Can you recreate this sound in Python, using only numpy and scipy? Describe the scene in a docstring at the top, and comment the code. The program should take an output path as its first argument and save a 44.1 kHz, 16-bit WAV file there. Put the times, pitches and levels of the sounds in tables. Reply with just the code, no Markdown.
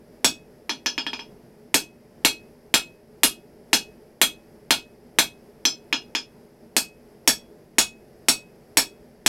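"""A smith hammers a red-hot bar on an anvil in a small workshop, while the forge rumbles softly.
First comes one heavy blow; then the hammer drops on the bare anvil and bounces, ever faster.
Eight steady blows follow, then three light taps on the bare anvil, then six more blows.
Each stroke sets the steel ringing; a blow's tone follows where the bar lies and how squarely
the hammer lands. The hardest blows just overload a nearby microphone."""
import sys
import numpy as np
from scipy import signal
from scipy.fft import rfft, irfft
from scipy.io import wavfile
from scipy.ndimage import uniform_filter1d

SR = 44100
rng = np.random.default_rng(int(sys.argv[2]) if len(sys.argv) > 2 else 0)


def wav_out(sig):
    """Save sig, one row per channel (or a flat mono array), as 16-bit PCM at SR to the path in sys.argv[1]."""
    wavfile.write(sys.argv[1], SR, np.round(np.clip(np.atleast_2d(sig).T, -1, 1) * 32767).astype(np.int16))


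N = 409235
SIZE = 32768  # samples in one stroke
HZ = np.fft.rfftfreq(SIZE, 1 / SR)
T = np.arange(SIZE) / SR


def amp(db):
    """Turns decibels into a gain."""
    return 10 ** (np.asarray(db) / 20)


def curve(points, hz):
    """Joins (Hz, value) points on a log-frequency axis."""
    point_hz, value = np.transpose(points)
    return np.interp(np.log(hz + 1), np.log(point_hz), value)


def unit(x):
    """Scales a signal to an average power of 1."""
    return x / np.sqrt(np.mean(x ** 2) + 1e-20)


def smooth(x, first, second):
    """Takes a running average twice, over these two lengths."""
    return uniform_filter1d(uniform_filter1d(x, first), second)


def add(mix, start_s, sound):
    """Mixes a sound in at its start time."""
    part = mix[round(start_s * SR):][:len(sound)]
    part += sound[:len(part)]


def peaks(modes, hz):
    """Gain of resonances (modes) that rise above a flat response; each is made at least 26 Hz wide."""
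    power = sum(amp(db) ** 2 / (1 + (2 * (hz - f) / max(width, 26)) ** 2) for f, width, db in modes)
    return np.sqrt(1 + power)


def bump(centre_hz, octaves):
    """A smooth hill in the spectrum."""
    return np.exp(-.5 * (np.log2((HZ + 1) / centre_hz) / octaves) ** 2)


def causal(gain):
    """A spectrum with this gain that starts suddenly, then rings (minimum phase)."""
    log_gain = np.log(np.maximum(gain, 1e-5))
    mirrored = np.concatenate([log_gain, log_gain[-2:0:-1]])
    return np.exp(np.conj(signal.hilbert(mirrored)))[:len(gain)]


# The forge's rumble and hiss. Each row: frequency in Hz, relative level in dB.
FORGE_SPECTRUM = [(20, -17.5), (45, -8), (110, -12.5), (140, -5), (240, -9), (285, -17), (430, -8),
                  (620, -14), (850, -17), (1150, -26.5), (1900, -25.5), (3000, -34), (4000, -37),
                  (5000, -29), (6500, -38.5), (9300, -40), (11200, -33), (15500, -44.5)]
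# Its low resonances and faint whistles. Each row: frequency in Hz, width in Hz, height in dB.
FORGE_PEAKS = [(240, 24, 9.5), (332, 34, 9), (420, 26, 9), (602, 20, 7), (8100, 35, 8.5), (10400, 36, 7),
               (11600, 77, -1)]


def forge(level_db=-50.5, flutter_db=0.82):
    """The forge gives a steady low roar and a thin hiss, fluttering a little."""
    hz = np.fft.rfftfreq(N, 1 / SR)
    colour = amp(curve(FORGE_SPECTRUM, hz)) * peaks(FORGE_PEAKS, hz)
    roar = irfft(rfft(rng.standard_normal(N)) * colour, N)
    flutter = unit(irfft(rfft(rng.standard_normal(N)) * np.exp(-(hz / 6) ** 2), N))
    return amp(level_db + flutter_db * flutter) * unit(roar)


# The room's echo. Each row: frequency in Hz, seconds to fade 60 dB, level over the direct sound in dB.
SHOP_ECHO = [(50, 0.43, 9), (130.1, 0.078, 14), (302, 0.036, 11.5), (690, 0.17, 2.5), (1770, 0.14, -0.5),
             (3130, 0.17, 0.5), (4870, 0.16, 9.5), (7950, 0.15, 5), (15000, 0.14, 9.5)]


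def shop(walls, likeness=.85, direct_s=0.002, build_s=0.00029, gap_s=0.0014):
    """Spectrum of the path from anvil to microphone: a short direct burst, then dense echoes."""
    band_hz, fade_s, echo_db = np.transpose(SHOP_ECHO)
    # smith and hammer move, so the echoes change a little between strokes
    near, far = likeness * walls + np.sqrt(1 - likeness ** 2) * rng.standard_normal(walls.shape)
    # sound leaves the anvil's face, sides and horn at slightly different moments
    direct = near * np.exp(-(T / direct_s) ** 2)
    hz, t, bands = signal.stft(far, SR, nperseg=256)
    fade = amp(-60 * t / curve(np.c_[band_hz, fade_s], hz)[:, None])
    tail = signal.istft(bands * fade, SR, nperseg=256)[1][:SIZE]
    tail *= 1 - np.exp(-np.maximum(T - gap_s, 0) / build_s)
    echo_colour = causal(amp(curve(np.c_[band_hz, echo_db], HZ)))
    path = rfft(direct / np.linalg.norm(direct)) + echo_colour * rfft(tail / np.linalg.norm(tail))
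    # echoes ripple the spectrum finely but leave its broad shape alone
    broad = np.sqrt(smooth(abs(path) ** 2, 70, 50))
    return path * causal(1 / broad)


def shudder(level_db, offset_db=-38, top_hz=80, peak_s=.03):
    """The floor under the stand heaves a moment after a heavy blow."""
    colour = peaks([(32, 26, 8.2)], HZ) * HZ / (HZ + 15) / (1 + (HZ / top_hz) ** 4)
    rumble = unit(irfft(rfft(rng.standard_normal(SIZE)) * colour))
    swell = T / peak_s * np.exp(1 - T / peak_s)
    return amp(level_db + offset_db) * rumble * swell


# The anvil's two long tones. Each row: frequency in Hz, seconds to fade 60 dB in a blow, rise in seconds.
LONG_TONES = [(2551, .27, .03), (3347, .28, .008)]


def ring(levels_db, longer=1):
    """The anvil sings on in two pure tones that swell in the room as the clank dies."""
    out = np.zeros(SIZE)
    for (hz, fade_s, rise_s), db in zip(LONG_TONES, levels_db):
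        fade = amp(db - 60 * T / (fade_s * longer))
        swell = (1 - np.exp(-T / rise_s)) ** 2
        out += fade * swell * np.sin(2 * np.pi * (hz * T + rng.random()))
    return out


# The hammer head's tones. Each row: frequency in Hz, seconds to fade 60 dB, dB over a plain tap.
HAMMER_TONES = [(3320, 0.0128, 9), (12800, .025, -10)]


def clack(level_db, bright_db):
    """On bare steel the hammer head rings briefly, straight toward the microphone."""
    out = np.zeros(SIZE)
    for hz, fade_s, db in HAMMER_TONES:
        start_db = level_db + db + bright_db * min(hz / 13000, 1)
        out += amp(start_db - 60 * T / fade_s) * np.sin(2 * np.pi * hz * T)
    return out


# Resonances of the anvil's stand and the shop. Each row: frequency in Hz, width in Hz, height in dB.
STAND_MODES = [ (266, 45, 22.5), (300, 45, 16), (408, 37, 12), (495, 50, 7), (672, 33, 10), (1872, 30, 6),
               (2195, 30, 7), (830, 86, 4.5)]


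def strike(spectrum, modes, path, level_db, bright_db, thud_db, clang_db, ping_db):
    """One contact sets steel and stand ringing; a square hit adds bright treble."""
    colour_db = thud_db * bump(330, 1.3) + clang_db * bump(3000, .4) + ping_db * bump(6000, .35)
    chance = unit(smooth(rng.standard_normal(len(HZ)), 150, 90))
    colour_db += 3.0 * chance * HZ / (HZ + 1800)  # no two hits stir the treble alike
    gain = amp(curve(spectrum, HZ) + colour_db) * peaks(STAND_MODES, HZ) * peaks(modes, HZ)
    strength = np.sqrt(np.sum(irfft(gain * path) ** 2) / (.05 * SR))  # as if spread over 50 ms
    treble = amp(bright_db * bump(12000, .5))
    return amp(level_db) * irfft(causal(gain * treble) * path) / strength


# Resonances of anvil and hammer head. Each row: frequency in Hz, width in Hz, then three heights in dB:
# for a blow with the bar at place 0, at place 1 (two spots on the anvil), and for a tap.
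ANVIL_MODES = [ (929, 40, 9, 9, 18), (1715, 42, 4, 4, 14), (2838, 27, 3, 10, 23), (3295, 48, 1, 10, 14),
               (5003, 27, -3, 3, 26), (5243, 27, 11, 9, 29), (2450, 140, 0, 0.5, 24),
               (3250, 120, -6, -10.5, 18), (4140, 110, -3.5, 1.5, 8.7), (5930, 27, 0.5, 1.5, 14),
               (6000, 94, 4, 5.5, 26.4), (6740, 150, 4, -1, 20), (7320, 50, 1, 6, 8.9),
               (7500, 51, 0.5, 2.5, 12), (12730, 35, -0.5, -5, 9.3)]
# The tone of a tap's contact. Each row: frequency in Hz, relative level in dB.
TAP_CONTACT = [(40.0, -23.5), (120.0, -28), (250.0, -6.5), (560.0, -10), (1300.0, 2), (2400.0, -5.5),
               (3200.0, 1.5), (4600.0, 2.5), (6500.0, -15.5), (8200.0, -12.5), (11000.0, -11.5),
               (13200.0, -25), (14300.0, -19), (15500.0, -39.5)]
# Taps and bounces. Each row: start in seconds, level in dB, brightness in dB.
TAP_STROKES = [(0.6944, -26, 1.5), (0.8608, -23, 3), (0.979, -26, -8), (1.0657, -28.5, -8),
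               (1.1318, -32, -8), (1.1927, -38, -10), (5.653, -19, 8), (5.927, -21.5, -1.5),
               (6.1503, -24, 0.5)]


def taps(walls, scatter_db=3.5, ring_db=(-16, -23.5)):
    """The hammer drops on the bare anvil, hard steel on hard steel: less crack, clearer tones."""
    out = np.zeros(N)
    for start_s, level_db, bright_db in TAP_STROKES:
        # each resonance answers a little differently every time
        modes = [(hz, width, db + scatter_db * rng.standard_normal())
                 for hz, width, *_, db in ANVIL_MODES]
        clank = strike(TAP_CONTACT, modes, shop(walls), level_db, bright_db,
                       thud_db=4, clang_db=1.5, ping_db=2.5 + 0.8 * bright_db)
        tones = ring(level_db + np.array(ring_db), longer=1.2)  # no hot bar to damp them
        add(out, start_s, clank + tones + clack(level_db, bright_db))
    return out


def at_place(pair, place):
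    """Slides from the first value to the second as the bar moves over the anvil."""
    return pair[0] + (pair[1] - pair[0]) * place


# The bar's resonances. Each row: frequency in Hz, width in Hz, height in dB at place 0 and at place 1.
BAR_MODES = [(2510, 44, 1, -0.5), (3420, 73, 6, -4.5), (4100, 45, -3.5, 7.5), (4490, 100, 7, -4),
             (5530, 70, 20.5, -13.5), (6130, 110, -0.5, 9), (6680, 180, 14, 4), (7270, 160, 8.5, 11.5),
             (7920, 150, 17, 2.5), (8500, 150, 11.5, 10.5), (9330, 180, 13.5, 9), (9920, 90, 13, 9),
             (10840, 140, 11, 8.5), (11590, 200, 3, 8), (12400, 530, 4.5, 5.5), (13200, 160, 7.0, 4.5)]
# The smith shifts the bar. Each row: time in seconds, place on the anvil from 0 to 1.
BAR_PLACES = [(0.25, 0.04), (1.75, 0.53), (2.25, 1), (5.2, 1), (7.25, 0.04), (8.3, 0.07), (9.25, 0.16)]
# The tone of a blow's contact. Each row: frequency in Hz, relative level in dB.
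BLOW_CONTACT = [(40, -31), (95, -23), (135, -12.5), (200, -15.5), (560, -9.5), (1300, -2.5), (2300, 2),
                (4000, 1), (6500, -9), (9000, -10), (12500, -11.5), (14500, -17.5), (15800, -19)]
# Blows on the hot bar. Each row: start in seconds, level in dB, brightness in dB,
# lean in dB (added to the upper long tone and taken from the lower).
BLOW_STROKES = [(0.2452, -15, -6, -0.5), (1.7428, -16.5, 0, -1.5), (2.2486, -15, -1.5, -5.5),
                (2.7405, -15, -2.5, -5), (3.2334, -15.5, 4, 2), (3.731, -15, -2.5, -1.5),
                (4.2152, -15.5, 4.5, -0.5), (4.707, -16, -3, -1.5), (5.1867, -14.5, -2, 0.5),
                (6.7657, -19, 3, -4.5), (7.276, -15, 2.5, 9), (7.7837, -14.5, -1.5, -3.5),
                (8.2849, -15.5, 1, -4), (8.7711, -15.5, 2.5, 3), (9.2622, -16, -3, -3)]


def blows(walls, pause_s=1.0, settle_blows=2.2, ring_db=(-8, -22)):
    """Soft hot steel damps the anvil; which resonances answer depends on where the bar lies."""
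    out, last_s, in_run = np.zeros(N), -np.inf, 0
    # after a pause the bar is not yet beaten flat: more thud and less knock for a few blows
    soft_db = 2.0 * bump(280, 1) - 3 * bump(1600, .5)
    for start_s, level_db, bright_db, lean_db in BLOW_STROKES:
        in_run = 0 if start_s - last_s > pause_s else in_run + 1
        last_s = start_s
        contact_db = curve(BLOW_CONTACT, HZ) + soft_db * np.exp(-in_run / settle_blows)
        spectrum = np.c_[HZ + 1, contact_db]  # as (Hz, dB) points
        place = np.interp(start_s, *np.transpose(BAR_PLACES))
        modes = [(hz, width, at_place(heights, place))
                 for hz, width, *heights in [*ANVIL_MODES, *BAR_MODES]]
        clank = strike(spectrum, modes, shop(walls), level_db, bright_db, thud_db=-1,
                       clang_db=at_place((-2.5, 0), place), ping_db=at_place((1, 0.5), place))
        tones = ring(level_db + np.array(ring_db) + [-lean_db, lean_db])
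        add(out, start_s, clank + tones + shudder(level_db))
    return out


def scene():
    """Blows and taps echo off the same walls, over the sound of the forge."""
    walls = rng.standard_normal((2, SIZE))
    return (blows(walls) + taps(walls) + forge())[None]


def record(dry, ceiling=.8, top_hz=15950):
    """Overload rounds off the loudest peaks; then the highest treble is cut."""
    rounded = dry / (1 + (dry / ceiling) ** 4) ** .25
    lowpass = signal.firwin(301, top_hz, window=("kaiser", 8), fs=SR)
    return signal.oaconvolve(rounded, lowpass[None], "same")


dry = scene()
out = record(dry)
wav_out(out)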